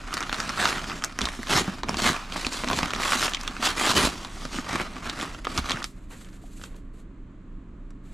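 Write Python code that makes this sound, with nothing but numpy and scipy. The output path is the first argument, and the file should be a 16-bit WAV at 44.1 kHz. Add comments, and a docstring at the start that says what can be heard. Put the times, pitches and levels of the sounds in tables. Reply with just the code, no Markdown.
"""Paper rustles and creases snap, close up in a quiet living room, over the low rumble of the air.
A stiff mailer is ripped open in short pulls (dense crackles of parting fibres) while its panels thud.
A hand rummages inside and draws out a cardboard box, which knocks once against the pouch;
then fingers slide and tap on the box. Sliding is noise and tiny clicks; snaps, thuds and taps are
short jolts that ring resonances."""
import sys
import numpy as np
from scipy import signal
from scipy.fft import rfft, irfft, next_fast_len
from scipy.io import wavfile

SR = 44100
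rng = np.random.default_rng(int(sys.argv[2]) if len(sys.argv) > 2 else 0)


def materialize(psi):
    """Save the field psi as 16-bit PCM at rate SR to the path in sys.argv[1].

    A 1-D psi becomes a single channel; in a 2-D psi each row is a channel.
    """
    bounded = np.clip(np.atleast_2d(psi).T, -1, 1)
    quanta = np.round(bounded * 32767).astype(np.int16)
    wavfile.write(sys.argv[1], SR, quanta)


N = 358533
TIME = np.arange(N) / SR

# Hand strokes. Level is that of the middle band; body (lows) and brightness (highs) are relative to it.
# Each layer adds its own small trim later.
# pulls that tear the paper:
# (start [s], length [s], level [dB], swell over the pull [dB], body [dB], brightness [dB])
RIP_PULLS = [(0.597, 0.14, -28.5, -5, -8.5, -4.5), (1.508, 0.069, -23.5, 2.5, -6.5, -3.5),
             (1.992, 0.06, -31, 3, -10, -2), (2.057, 0.029, -23, 1, -6.5, -3),
             (3.013, 0.14, -30, 5, -12, -1.5), (3.197, 0.065, -31.5, -1, -5, 2),
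             (3.626, 0.04, -29, 9.5, -14, -0.5), (3.781, 0.13, -28, 5, -10, -2),
             (3.964, 0.094, -25.5, -4.5, -3.5, -0.5)]
# hand movements that bend and rub the paper:
# (start [s], length [s], level [dB], swell [dB], body [dB], brightness [dB])
RUSTLE_STROKES = [(0.002, 0.13, -42, 6, -11, -8), (0.143, 0.14, -40.5, 0, -7, -6.5),
                  (0.336, 0.21, -36.5, -1, -5.5, -4.5), (0.748, 0.23, -41, -2, -0.5, -3),
                  (1.037, 0.14, -45.5, -9.5, -5, -7), (1.235, 0.092, -40.5, -11, -5, -2),
                  (1.357, 0.099, -48, -5.5, -3, 3), (1.619, 0.19, -43, -10.5, 0, -5),
                  (1.901, 0.054, -42.5, -5, 7.5, -5), (2.149, 0.19, -43.5, -13.5, -17, -6.5),
                  (2.345, 0.12, -39, 1.5, -3.5, 0), (2.525, 0.1, -40, -2.5, -3.5, 3),
                  (2.68, 0.047, -37.5, 0.5, 2, -1), (2.75, 0.032, -35.5, 2.5, 1, 3),
                  (2.82, 0.18, -36, -1.5, -3, -6.5), (3.27, 0.31, -42.5, -0.5, -7, -6.5),
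                  (3.699, 0.042, -36, -6.5, -4.5, -7), (4.114, 0.16, -44, -5, -1, -1.5),
                  (4.305, 0.15, -46.5, 4, -1, -0.5), (4.538, 0.075, -42.5, -4, 1, 2.5),
                  (4.694, 0.13, -33, -2, -5, -6.5), (4.855, 0.2, -45, -1, 0, -6),
                  (5.075, 0.087, -39.5, -5.5, -4, -6.5), (5.19, 0.034, -36.5, 5.5, -1.5, -2),
                  (5.272, 0.13, -47.5, -7, 1.5, -3.5), (5.48, 0.11, -40.5, 13, 0.5, -2),
                  (5.64, 0.065, -37, 14, -4.5, -4), (5.753, 0.055, -40, 0, -3.5, -8.5)]
# fingers sliding on the box:
# (start [s], length [s], level [dB], swell [dB], body [dB], brightness [dB])
BOX_SLIDES = [(5.86, .04, -69, -8, -6, 16), (5.93, 0.17, -62.5, -5, -8, -5.5),
              (6.106, 0.032, -47, -4.5, -19, -3.5), (6.165, 0.056, -58, 3, -6, 5),
              (6.25, .015, -52.5, 2, -10, -7), (6.29, 0.13, -61, -2, -6, 0.5),
              (6.42, 0.23, -63.5, 11, -4, 7.5), (6.655, 0.11, -58.5, -3, 6, -7),
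              (6.765, 0.006, -63.5, -11, 5, 8), (6.94, 0.042, -65.5, 0, -4, 0),
              (8.04, 0.1, -65, 9, -11, -2)]

# large creases snapping through, levels before the layer trim:
# (time [s], pouch pop [dB], crease crack [dB], crease pitch [Hz])
CREASE_SNAPS = [(0.1287, -26, -34, 2800), (0.1403, -28, -24, 5170), (0.1696, -23.5, -29.5, 4370),
                (0.177, -27, -29, 4300), (0.185, -41, -42, 5000), (0.206, -25, -30.5, 6000),
                (0.2174, -27, -41, 2600), (0.2273, -26, -28, 3520), (0.2337, -31, -33, 2840),
                (0.2946, -24, -34, 3630), (0.3277, -20, -27.5, 4300), (0.344, -27, -27.5, 3980),
                (0.402, -22.5, -25, 4950), (0.493, -24, -28.5, 5370), (0.575, -26.5, -34.5, 4800),
                (0.61, -27.5, -32.5, 4000), (0.627, -25, -30.5, 3500), (0.706, -30, -31, 5240),
                (0.6554, -15, -21, 4100), (0.7274, -24, -49, 5600), (0.782, -28.5, -34, 2910),
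                (0.7927, -29, -32, 3000), (0.842, -28.5, -35, 3370), (0.8983, -28.5, -36, 3400),
                (0.917, -29, -32, 2590), (1.0225, -31, -32.5, 3050), (1.039, -21, -22.5, 5130),
                (1.046, -31, -22, 6560), (1.189, -21, -25.5, 5640), (1.209, -24.5, -32, 4370),
                (1.2157, -29.5, -20, 3480), (1.2436, -30.5, -44, 6100), (1.2547, -29.5, -20.5, 3770),
                (1.271, -24, -43.5, 2600), (1.2876, -26.5, -30.5, 3700), (1.431, -29, -38.5, 7500),
                (1.4706, -35, -37, 2670), (1.53, -26, -24.5, 4300), (1.581, -23, -28, 2580),
                (1.678, -27.5, -48, 3700), (1.8333, -22.5, -30, 3860), (1.841, -32.5, -38.5, 2400),
                (1.886, -25, -30, 2950), (1.893, -21, -25.5, 5200), (1.9433, -24.5, -28, 2970),
                (1.97, -37, -26, 4320), (1.9889, -29.5, -30.5, 3020), (2.02, -31.5, -26.5, 4500),
                (2.323, -32, -30.5, 3280), (2.3606, -23, -44, 4340), (2.448, -42, -23, 2500),
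                (2.467, -25, -21.5, 4050), (2.531, -46, -33, 5630), (2.542, -45, -35, 3170),
                (2.6363, -23, -31, 2620), (2.6438, -23, -30.5, 3800), (2.676, -26.5, -26, 2540),
                (2.6863, -26.5, -26, 3900), (2.7006, -19, -33, 3770), (2.712, -20.5, -36, 2400),
                (2.7187, -24.5, -39, 3350), (2.7312, -20, -26, 3670), (2.7887, -21.5, -30, 4470),
                (2.8305, -18, -23, 2800), (2.9062, -26, -29.5, 3870), (2.935, -20.5, -24.5, 2960),
                (2.949, -34, -28.5, 3770), (2.9622, -27.5, -34, 5560), (3, -25, -30, 2400),
                (3.033, -32, -22, 2540), (3.0563, -20.5, -27, 2400), (3.1212, -18.5, -32, 3400),
                (3.133, -19, -31, 4350), (3.227, -18.5, -27, 3620), (3.246, -27.5, -27.5, 4200),
                (3.28, -22, -26.5, 2960), (3.3357, -32.5, -22.5, 3330), (3.347, -30, -20, 3300),
                (3.3699, -46, -29.5, 2500), (3.412, -46, -32, 5140), (3.4338, -46, -36.5, 6400),
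                (3.4774, -26.5, -22, 3260), (3.5664, -30, -33, 2460), (3.628, -21, -27.5, 3120),
                (3.672, -22, -23, 2840), (3.8117, -19, -38, 2600), (3.835, -26, -30, 3000),
                (3.865, -28, -26, 4200), (3.871, -19.5, -30.5, 3000), (4.072, -19, -29, 3500),
                (4.2483, -30.5, -32.5, 3700), (4.4524, -27, -34, 4360), (4.586, -24, -44, 2680),
                (4.7387, -27, -33.5, 2404), (4.756, -24, -36, 2600), (4.814, -28.5, -35, 3000),
                (5.0972, -35, -24.5, 3740), (5.212, -35, -28.5, 3530), (5.347, -35, -39, 3020),
                (5.447, -32.5, -40, 3260), (5.451, -28, -32.5, 3360), (5.5767, -29, -21.5, 5040),
                (5.581, -23, -28, 3400), (5.5881, -25.5, -33, 4170), (5.6957, -26, -25, 3860),
                (5.7077, -21, -23.5, 4230), (5.718, -30, -21, 3430), (5.7445, -32, -43, 2500),
                (5.771, -27, -32, 2660), (5.803, -45, -38, 2400), (5.82, -28.5, -47, 2400),
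                (5.828, -62, -33, 3876), (5.8423, -27, -24.5, 4830), (5.85, -59, -39, 3600)]
# whole panels of the pouch buckling, peaks before the layer trim: (time [s], peak [dB], pitch [Hz])
PANEL_THUDS = [(1.214, -18, 192), (1.223, -18.5, 57.5), (1.391, -22, 242), (1.552, -17.5, 123),
               (1.582, -18, 200), (1.609, -15.5, 362), (1.68, -13.5, 188), (1.843, -23.5, 260),
               (1.894, -21.5, 290), (1.97, -19.5, 215), (2.021, -17, 205), (2.062, -20, 227),
               (2.099, -15.5, 155), (2.467, -23.5, 235), (2.6428, -22, 298), (2.7133, -17, 285),
               (2.732, -24, 328), (2.829, -18, 170), (3.154, -23, 252), (3.495, -26, 260),
               (3.597, -24.5, 248), (3.897, -16.5, 200), (3.984, -20, 193), (4.039, -15.5, 52.4),
               (4.452, -29.5, 149), (4.545, -23, 250), (4.585, -21.5, 230), (4.748, -18.5, 332),
               (5.584, -17, 65.6), (5.72, -24, 259), (5.743, -21, 139)]
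# the carton knocks the pouch, then fingertips touch it:
# (time [s], peak [dB], pitch [Hz], top of the contact [Hz])
BOX_TAPS = [(5.4697, -11, 1160, 2550), (6.213, -37, 1250, 5000), (6.247, -37, 3220, 9000),
            (6.288, -40, 1260, 6000), (6.33, -41, 1500, 6000), (6.439, -40.5, 695, 1100),
            (6.597, -38, 1240, 2200), (6.6147, -28.5, 1290, 3980), (6.6368, -27.5, 1230, 9000),
            (6.639, -25, 1230, 6000), (6.745, -41, 1020, 3006), (7.906, -40, 1113, 11030)]

# resonances of the pouch, later stretched to follow its main pitch: (frequency [Hz], width [Hz], gain [dB])
POUCH_RESONANCES = [(240, 74, -3), (632, 230, -6), (1110, 254, 1), (1706, 1020, -3.5), (2083, 1570, -10)]
# resonances of a pouch panel: (frequency [Hz], width [Hz], gain [dB])
PANEL_RESONANCES = [(103, 58, 4), (201, 56, 6.5), (248, 19, 5.5), (384.4, 110, -6)]
# resonances of the carton: (frequency [Hz], width [Hz], gain [dB])
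BOX_RESONANCES = [(583, 360, 8.5), (1220, 230, -13), (2600, 700, 1.5), (4300, 2100, 10.5),
                  (6860, 2600, 12.5)]
# main resonance of the pouch as its hollow changes shape: (time [s], frequency [Hz])
POUCH_PITCH_CURVE = [(0, 1360), (.75, 1335), (1.2, 1185), (2.1, 1130), (2.7, 1090), (3.2, 1255),
                     (4.0, 1100), (4.75, 1220), (5.5, 1212)]
# taut paper hardly moves the low modes of the pouch, slack paper does: (time [s], low-mode gain [dB])
SLACK_CURVE = [(0, -0.5), (1.3, -2.5), (1.9, 2), (2.8, 2.5), (3.3, -4), (3.8, 5), (4.6, 4.5), (5.8, -6)]

# relative spectrum of the tear: (frequency [Hz], density [dB])
RIP_SPECTRUM = [(35, -31.5), (60, -4.5), (129, -5), (219, 0.5), (503, -7), (695, -3.5), (855, -6),
                (1210, -3.5), (1880, -6), (2150, -5.5), (2360, -7.5), (3580, -4.5), (7500, -9),
                (11400, -19), (15000, -33)]
# relative spectrum of the bending paper: (frequency [Hz], density [dB])
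RUSTLE_SPECTRUM = [(35, -42), (60, -3), (117, -7), (151, -3), (219, -2), (263, -1), (503, -13), (633, -7.5),
                   (816, -9), (1210, -6), (1710, -9), (4310, -12.5), (7330, -17), (11900, -29.5),
                   (15000, -45.5)]
# relative spectrum of fingers on the carton: (frequency [Hz], density [dB])
SLIDE_SPECTRUM = [(500, 2.5), (830, -8), (1250, -7.5), (1700, -5.5), (2800, -7.5), (4200, -6.5),
                  (5300, -13.5), (7500, -3.5), (10000, -13.5), (12000, -13.5), (15000, -38)]
# relative spectrum of the room's rumble: (frequency [Hz], density [dB])
RUMBLE_SPECTRUM = [(15, -16), (23, -5), (29, -6), (37, -8), (55, -12.5), (90, -20.5), (140, -28),
                   (180, -16), (235, -22.5), (270, -17.5), (350, -26.5), (480, -36), (620, -38),
                   (790, -46.5), (1100, -38.5), (1500, -44), (2100, -49), (4300, -61), (5300, -70),
                   (7300, -62), (12000, -87)]
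# shape of the scattered side signal, before its trim: (frequency [Hz], gain [dB])
SCATTER_WIDTH = [(60, -21.5), (280, -16.5), (540, -4.5), (1400, -10), (2800, -1), (4500, -15.5),
                 (8000, -48), (10500, -10.5), (13000, 7)]
# side against mid of the rumble: (frequency [Hz], gain [dB])
RUMBLE_SIDE = [(40, -33), (100, -26.5), (180, -19.5), (300, -20.5), (500, -10), (3000, -6.5)]
# steady tones of the ventilation and the mains: (frequency [Hz], rms level [dB])
HUM_TONES = [(28.5, -44.5), (120, -57)]

RUMBLE_DB = -43
BALANCE_DB, HEAD_ON_HZ = -1.3, 3000   # left against right in the lows; well above this both sides are equal
CUTOFF_HZ = 15100
# times to rise or fall by 20 dB
RIP_ATTACK_S, RIP_RELEASE_S = 0.042, 0.066
RUSTLE_ATTACK_S, RUSTLE_RELEASE_S = 0.07, 0.062
SLIDE_ATTACK_S, SLIDE_RELEASE_S = 0.013, 0.086
# small creases give way at random while the paper is worked
SMALL_SNAPS_PER_S = 30
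SMALL_POP_DB, SMALL_CRACK_DB, SMALL_SPREAD_DB = 5, -4, 2.5   # against the stroke level, before the layer trim
SMALL_SNAP_HZ, SMALL_SPREAD_OCTAVES = 3470, .4
SMALL_SNAP_TOP_DB = -34.5   # stroke level above which work makes no larger small snaps
FACET_HOP_S = .06   # a new set of patches fades in this often
SHIVER_S = .0017   # energy decay time of the sheet's shiver after a fracture
SLACK_BELOW_HZ = 800


def from_db(db):
    """Decibels to gain."""
    return 10 ** (np.asarray(db) / 20)


def rms_one(x):
    """Scale to unit rms."""
    return x / np.sqrt(np.mean(x ** 2) + 1e-20)


def drift(rate):
    """Random wander of unit rms, with `rate` turning points drawn a second and straight lines between."""
    knots = rng.standard_normal(int(N / SR * rate) + 3)
    return rms_one(np.interp(TIME * rate, np.arange(len(knots)), knots))


def colour(x, spectrum):
    """Causal (minimum-phase) filter with the given spectrum."""
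    size = 2 * next_fast_len(N // 2 + SR // 4)
    hz, db = np.transpose(spectrum)
    bins = np.maximum(np.arange(size // 2 + 1) * SR / size, 1)
    gain = from_db(np.interp(np.log(bins), np.log(hz), db))
    # folding the cepstrum onto positive time makes the filter minimum-phase
    cepstrum = irfft(np.log(gain))
    cepstrum[1:size // 2] *= 2
    cepstrum[size // 2 + 1:] = 0
    return irfft(rfft(x, size) * np.exp(rfft(cepstrum)))[:N]


def cut(x, hz, kind):
    """Fourth-order crossover filter."""
    sos = signal.butter(2, min(hz, .45 * SR), kind, fs=SR, output="sos")
    return signal.sosfilt(np.vstack([sos, sos]), x)


def resonate(x, modes):
    """Parallel resonances of alternating sign."""
    out = 0
    for k, (hz, width, db) in enumerate(modes):
        r = np.exp(-np.pi * width / SR)
        poles = [1, -2 * r * np.cos(2 * np.pi * hz / SR), r * r]
        gain = (-1) ** k * from_db(db) * (1 - r * r) / 2
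        out = out + gain * signal.lfilter([1, 0, -1], poles, x)
    return out


def add(track, s, sound):
    """Mix a short sound in at time s."""
    start = max(0, round(s * SR))
    track[start:start + len(sound)] += sound[:N - start]


def echoes(x, t60, first_s):
    """Diffuse reflections of unit energy, the first after first_s."""
    t = TIME[:SR // 2]
    tail = rng.standard_normal(len(t)) * from_db(-60 * t / t60) * (t > first_s)
    return signal.fftconvolve(x, tail / np.linalg.norm(tail))[:N]


def strokes(rows, attack_s, release_s):
    """Strokes of a hand set in, swell or ease, and die away: level, body and brightness [dB] over time."""
    t, power = TIME[::32], 1e-12   # control rate, silent floor
    for start, length, db, swell_db, body_db, bright_db in rows:
        edges = np.maximum(start - t, 0) / attack_s + np.maximum(t - start - length, 0) / release_s
        swell = swell_db * (np.clip((t - start) / length, 0, 1) - .5)
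        level = db + swell - 20 * edges
        power = power + from_db(level + np.array([[0], [body_db], [bright_db]])) ** 2
    middle, low, high = [np.interp(TIME, t, band) for band in 10 * np.log10(power)]
    return middle, low - middle, high - middle


def jolt(after, decay_s, linger=0.42, linger_s=0.0091, size=4000):
    """A click, a quick shiver (`after` against the click) and a faint lingering flutter of the sheet."""
    t = np.arange(size) / SR
    decays = np.exp(-t / np.array([[decay_s], [linger_s]]))
    shiver, flutter = rng.standard_normal((2, size)) * decays
    push = after * shiver / np.linalg.norm(shiver) + linger * flutter / np.linalg.norm(flutter)
    push[0] += 1
    return push * rng.choice([-1, 1])


def knock(db, hz, modes, after, decay_s, spot_db, spot_q, linger, top_hz=12000):
    """A blow rings the whole body and the struck spot at its own pitch; a soft contact loses the treble."""
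    push = cut(jolt(after, decay_s, linger), top_hz, "low")
    whole = resonate(push, modes)
    spot = resonate(push, [(hz, hz / spot_q, 0)])
    blow = rms_one(whole) + from_db(spot_db) * rms_one(spot)
    return from_db(db) * blow / np.abs(blow).max()


def crackle(per_s, spread_db, hiss, clump_db, clump_rate, shiver=0.9):
    """Tiny fractures of very uneven size, each with a brief shiver, in clumps over a friction hiss."""
    sizes = from_db(spread_db * np.minimum(rng.exponential(1, N), 4)) * rng.choice([-1, 1], N)
    clicks = rms_one(sizes * (rng.random(N) < per_s / SR))
    # energy left in the sheet by recent fractures
    stored = signal.lfilter([1], [1, -np.exp(-1 / (SHIVER_S * SR))], clicks ** 2 + 1e-18)
    shivers = rms_one(np.sqrt(stored) * rng.standard_normal(N))
    grains = rms_one(clicks + shiver * shivers)
    clumps = from_db(clump_db * drift(clump_rate))
    return (grains + hiss * rng.standard_normal(N)) * clumps


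def pouch_pitch(s):
    """Main resonance of the pouch [Hz] at time s."""
    return np.interp(s, *np.transpose(POUCH_PITCH_CURVE))


def facets(x, depth, q, hollow, hollow_width_hz=300, count=8):
    """Stiff patches between creases form, ring at their own pitches and vanish; the hollow rings behind."""
    hop = int(FACET_HOP_S * SR)
    out, fade = x.copy(), np.hanning(2 * hop)
    for i in range(0, N, hop):
        part = x[i:i + 2 * hop] * fade[:N - i]
        pitches = 1500 * 7 ** rng.random(count)   # 1.5 to 10.5 kHz
        patches = resonate(part, [(hz, hz / q, 0) for hz in pitches])
        cavity = resonate(part, [(pouch_pitch(i / SR), hollow_width_hz, 0)])
        add(out, i / SR, depth * patches + hollow * cavity)
    return out


def sheet(sound, level_db, body_db, bright_db, flicker_db):
    """Level the lows, middle and highs apart (slack gives body, taut gives treble); each band flickers."""
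    low, upper = cut(sound, 600, "low"), cut(sound, 2500, "high")
    middle = cut(cut(sound, 600, "high"), 2500, "low")
    out = 0
    for part, db in [(low, body_db), (middle, 0), (upper, bright_db)]:
        flickering = part * from_db(flicker_db * drift(90))
        out = out + from_db(level_db + db) * rms_one(flickering)
    return out


def background():
    """Ventilation rumble as coloured noise, a deep drone and faint mains hum, nearly mono in the bass."""
    noises = rng.standard_normal((2, N))
    mid, side = [from_db(RUMBLE_DB) * rms_one(colour(white, RUMBLE_SPECTRUM)) for white in noises]
    hum = sum(from_db(db) * np.sqrt(2) * np.sin(2 * np.pi * hz * TIME) for hz, db in HUM_TONES)
    return mid + hum + colour(side, RUMBLE_SIDE) * [[1], [-1]]


def room(x):
    """A short dull tail in the middle; scatter off moving hands and the floor makes the sides differ."""
    tail = cut(echoes(x, t60=.22, first_s=.005), 9000, "low")
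    mid = x + from_db(-19) * tail
    turn = np.pi * drift(3)   # wanders between two sets of reflections
    scatter = sum(share * echoes(x, t60=0.12, first_s=.001) for share in (np.cos(turn), np.sin(turn)))
    side = from_db(-6.5) * colour(scatter, SCATTER_WIDTH)
    return np.array([mid + side, mid - side])


def lean(pair):
    """Below the treble the right side is slightly louder."""
    lows = signal.lfilter(*signal.butter(1, HEAD_ON_HZ, fs=SR), pair)
    return pair + lows * (from_db([[BALANCE_DB / 2], [-BALANCE_DB / 2]]) - 1)


def box():
    """Fingers brush the smooth carton as grainy friction; a knock and fingertip taps ring its walls."""
    level_db, body_db, bright_db = strokes(BOX_SLIDES, SLIDE_ATTACK_S, SLIDE_RELEASE_S)
    grain = crackle(per_s=960, spread_db=2.5, hiss=1.6, clump_db=2.5, clump_rate=47)
    brushing = colour(grain, SLIDE_SPECTRUM)
    out = from_db(-2.5) * sheet(brushing, level_db, body_db, bright_db, flicker_db=0.5)
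    for s, db, hz, top_hz in BOX_TAPS:
        tap = knock(db, hz, BOX_RESONANCES, after=0.86, decay_s=0.0035,
                    spot_db=2.0, spot_q=5.9, linger=0.37, top_hz=top_hz)
        add(out, s, tap)
    return out


def thuds():
    """A panel of the pouch buckles with a dull, short thump."""
    out = np.zeros(N)
    for s, db, hz in PANEL_THUDS:
        thump = knock(db, hz, PANEL_RESONANCES, after=0.69, decay_s=0.008,
                      spot_db=5.5, spot_q=5.3, linger=0.35, top_hz=1800)
        add(out, s, thump)
    return from_db(-4.0) * out


def rustle():
    """Crinkles over the hiss of paper on paper and skin; gentle movement is mostly smooth sliding."""
    level_db, body_db, bright_db = strokes(RUSTLE_STROKES, RUSTLE_ATTACK_S, RUSTLE_RELEASE_S)
    effort_db = np.clip(level_db + 31.0, -12, 6)
    sliding = 0.74 * from_db(-.6 * effort_db)
    crinkles = crackle(per_s=360, spread_db=2.0, hiss=sliding, clump_db=1.5, clump_rate=140)
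    crinkles = crinkles / np.hypot(1, sliding)   # hiss changes the texture, not the level
    bending = colour(facets(crinkles, depth=0.63, q=20, hollow=0.38), RUSTLE_SPECTRUM)
    return from_db(-0.43) * sheet(bending, level_db, body_db + 0.4, bright_db + 0.15, flicker_db=1.06)


def small_snaps():
    """Small creases flip at random moments, as hard as the hands are working the paper."""
    work_db = strokes(RUSTLE_STROKES + RIP_PULLS, RUSTLE_ATTACK_S, RUSTLE_RELEASE_S)[0]
    level_db = np.minimum(work_db, SMALL_SNAP_TOP_DB)
    moments = np.flatnonzero((rng.random(N) < SMALL_SNAPS_PER_S / SR) & (level_db > -50))
    rows = []
    for i, (a, b, c) in zip(moments, rng.standard_normal((len(moments), 3))):
        pop_db = level_db[i] + SMALL_POP_DB + SMALL_SPREAD_DB * a
        crack_db = level_db[i] + SMALL_CRACK_DB + SMALL_SPREAD_DB * b
        rows.append((i / SR, pop_db, crack_db, SMALL_SNAP_HZ * 2 ** (SMALL_SPREAD_OCTAVES * c)))
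    return rows


def pouch_modes_at(s, spread_db):
    """Pouch resonances at time s, stretched to its pitch, scattered by chance and weighted by slack."""
    chance = rng.standard_normal((len(POUCH_RESONANCES), 2))   # the pouch keeps changing shape
    stretch = pouch_pitch(s) / POUCH_RESONANCES[2][0]
    slack_db = np.interp(s, *np.transpose(SLACK_CURVE))
    modes = []
    for (hz, width, db), (a, b) in zip(POUCH_RESONANCES, chance):
        gain_db = db + spread_db * b + slack_db * (hz < SLACK_BELOW_HZ)
        modes.append((hz * stretch * np.exp(.06 * a), width, gain_db))
    return modes


def snaps(crease_q=5.5, broad_db=-11, reach=2.31, facet_db=3.5, shiver=0.78):
    """A crease flips: its small facet cracks at its own pitch and the pouch behind it pops."""
    out = np.zeros(N)
    span = np.sqrt(.005 * SR)   # levels are rms as if spread over 5 ms
    for s, pop_db, crack_db, hz in CREASE_SNAPS + small_snaps():
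        push = jolt(after=shiver, decay_s=.0028)
        pop = resonate(push, pouch_modes_at(s, facet_db / 2))
        crack = resonate(push, [(hz, hz / crease_q, 0)]) + resonate(push, [(5800, 3500, broad_db)])
        crack = cut(crack, reach * hz, "low")   # a large, low facet flips slowly and makes little treble
        pop = from_db(pop_db) * pop / np.linalg.norm(pop)
        crack = from_db(crack_db) * crack / np.linalg.norm(crack)
        add(out, s, span * (pop + crack))
    return from_db(-2.5) * out


def rips():
    """Fibres part by the thousand each second along a running tear; a slow tear frees them one by one."""
    level_db, body_db, bright_db = strokes(RIP_PULLS, RIP_ATTACK_S, RIP_RELEASE_S)
    gentle = np.clip((-23.0 - level_db) / 8, .1, .9)
    running = crackle(per_s=2600, spread_db=3.5, hiss=0.3, clump_db=1.2, clump_rate=260)
    picking = crackle(per_s=750, spread_db=2.5, hiss=0.42, clump_db=1.0, clump_rate=410)
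    fibres = np.sqrt(1 - gentle) * running + np.sqrt(gentle) * picking
    tearing = colour(facets(fibres, depth=0.87, q=24, hollow=0.39), RIP_SPECTRUM)
    return sheet(tearing, level_db, body_db + 0.74, bright_db + 0.3, flicker_db=1.1)


def scene():
    """Mailer and box close by in the room, over its rumble."""
    near = rips() + rustle() + snaps() + thuds() + box()
    return lean(room(near) + background())


def record(dry):
    """A steep low-pass cuts the top."""
    return signal.sosfilt(signal.ellip(10, .1, 90, CUTOFF_HZ, fs=SR, output="sos"), dry)


dry = scene()
out = record(dry)
materialize(out)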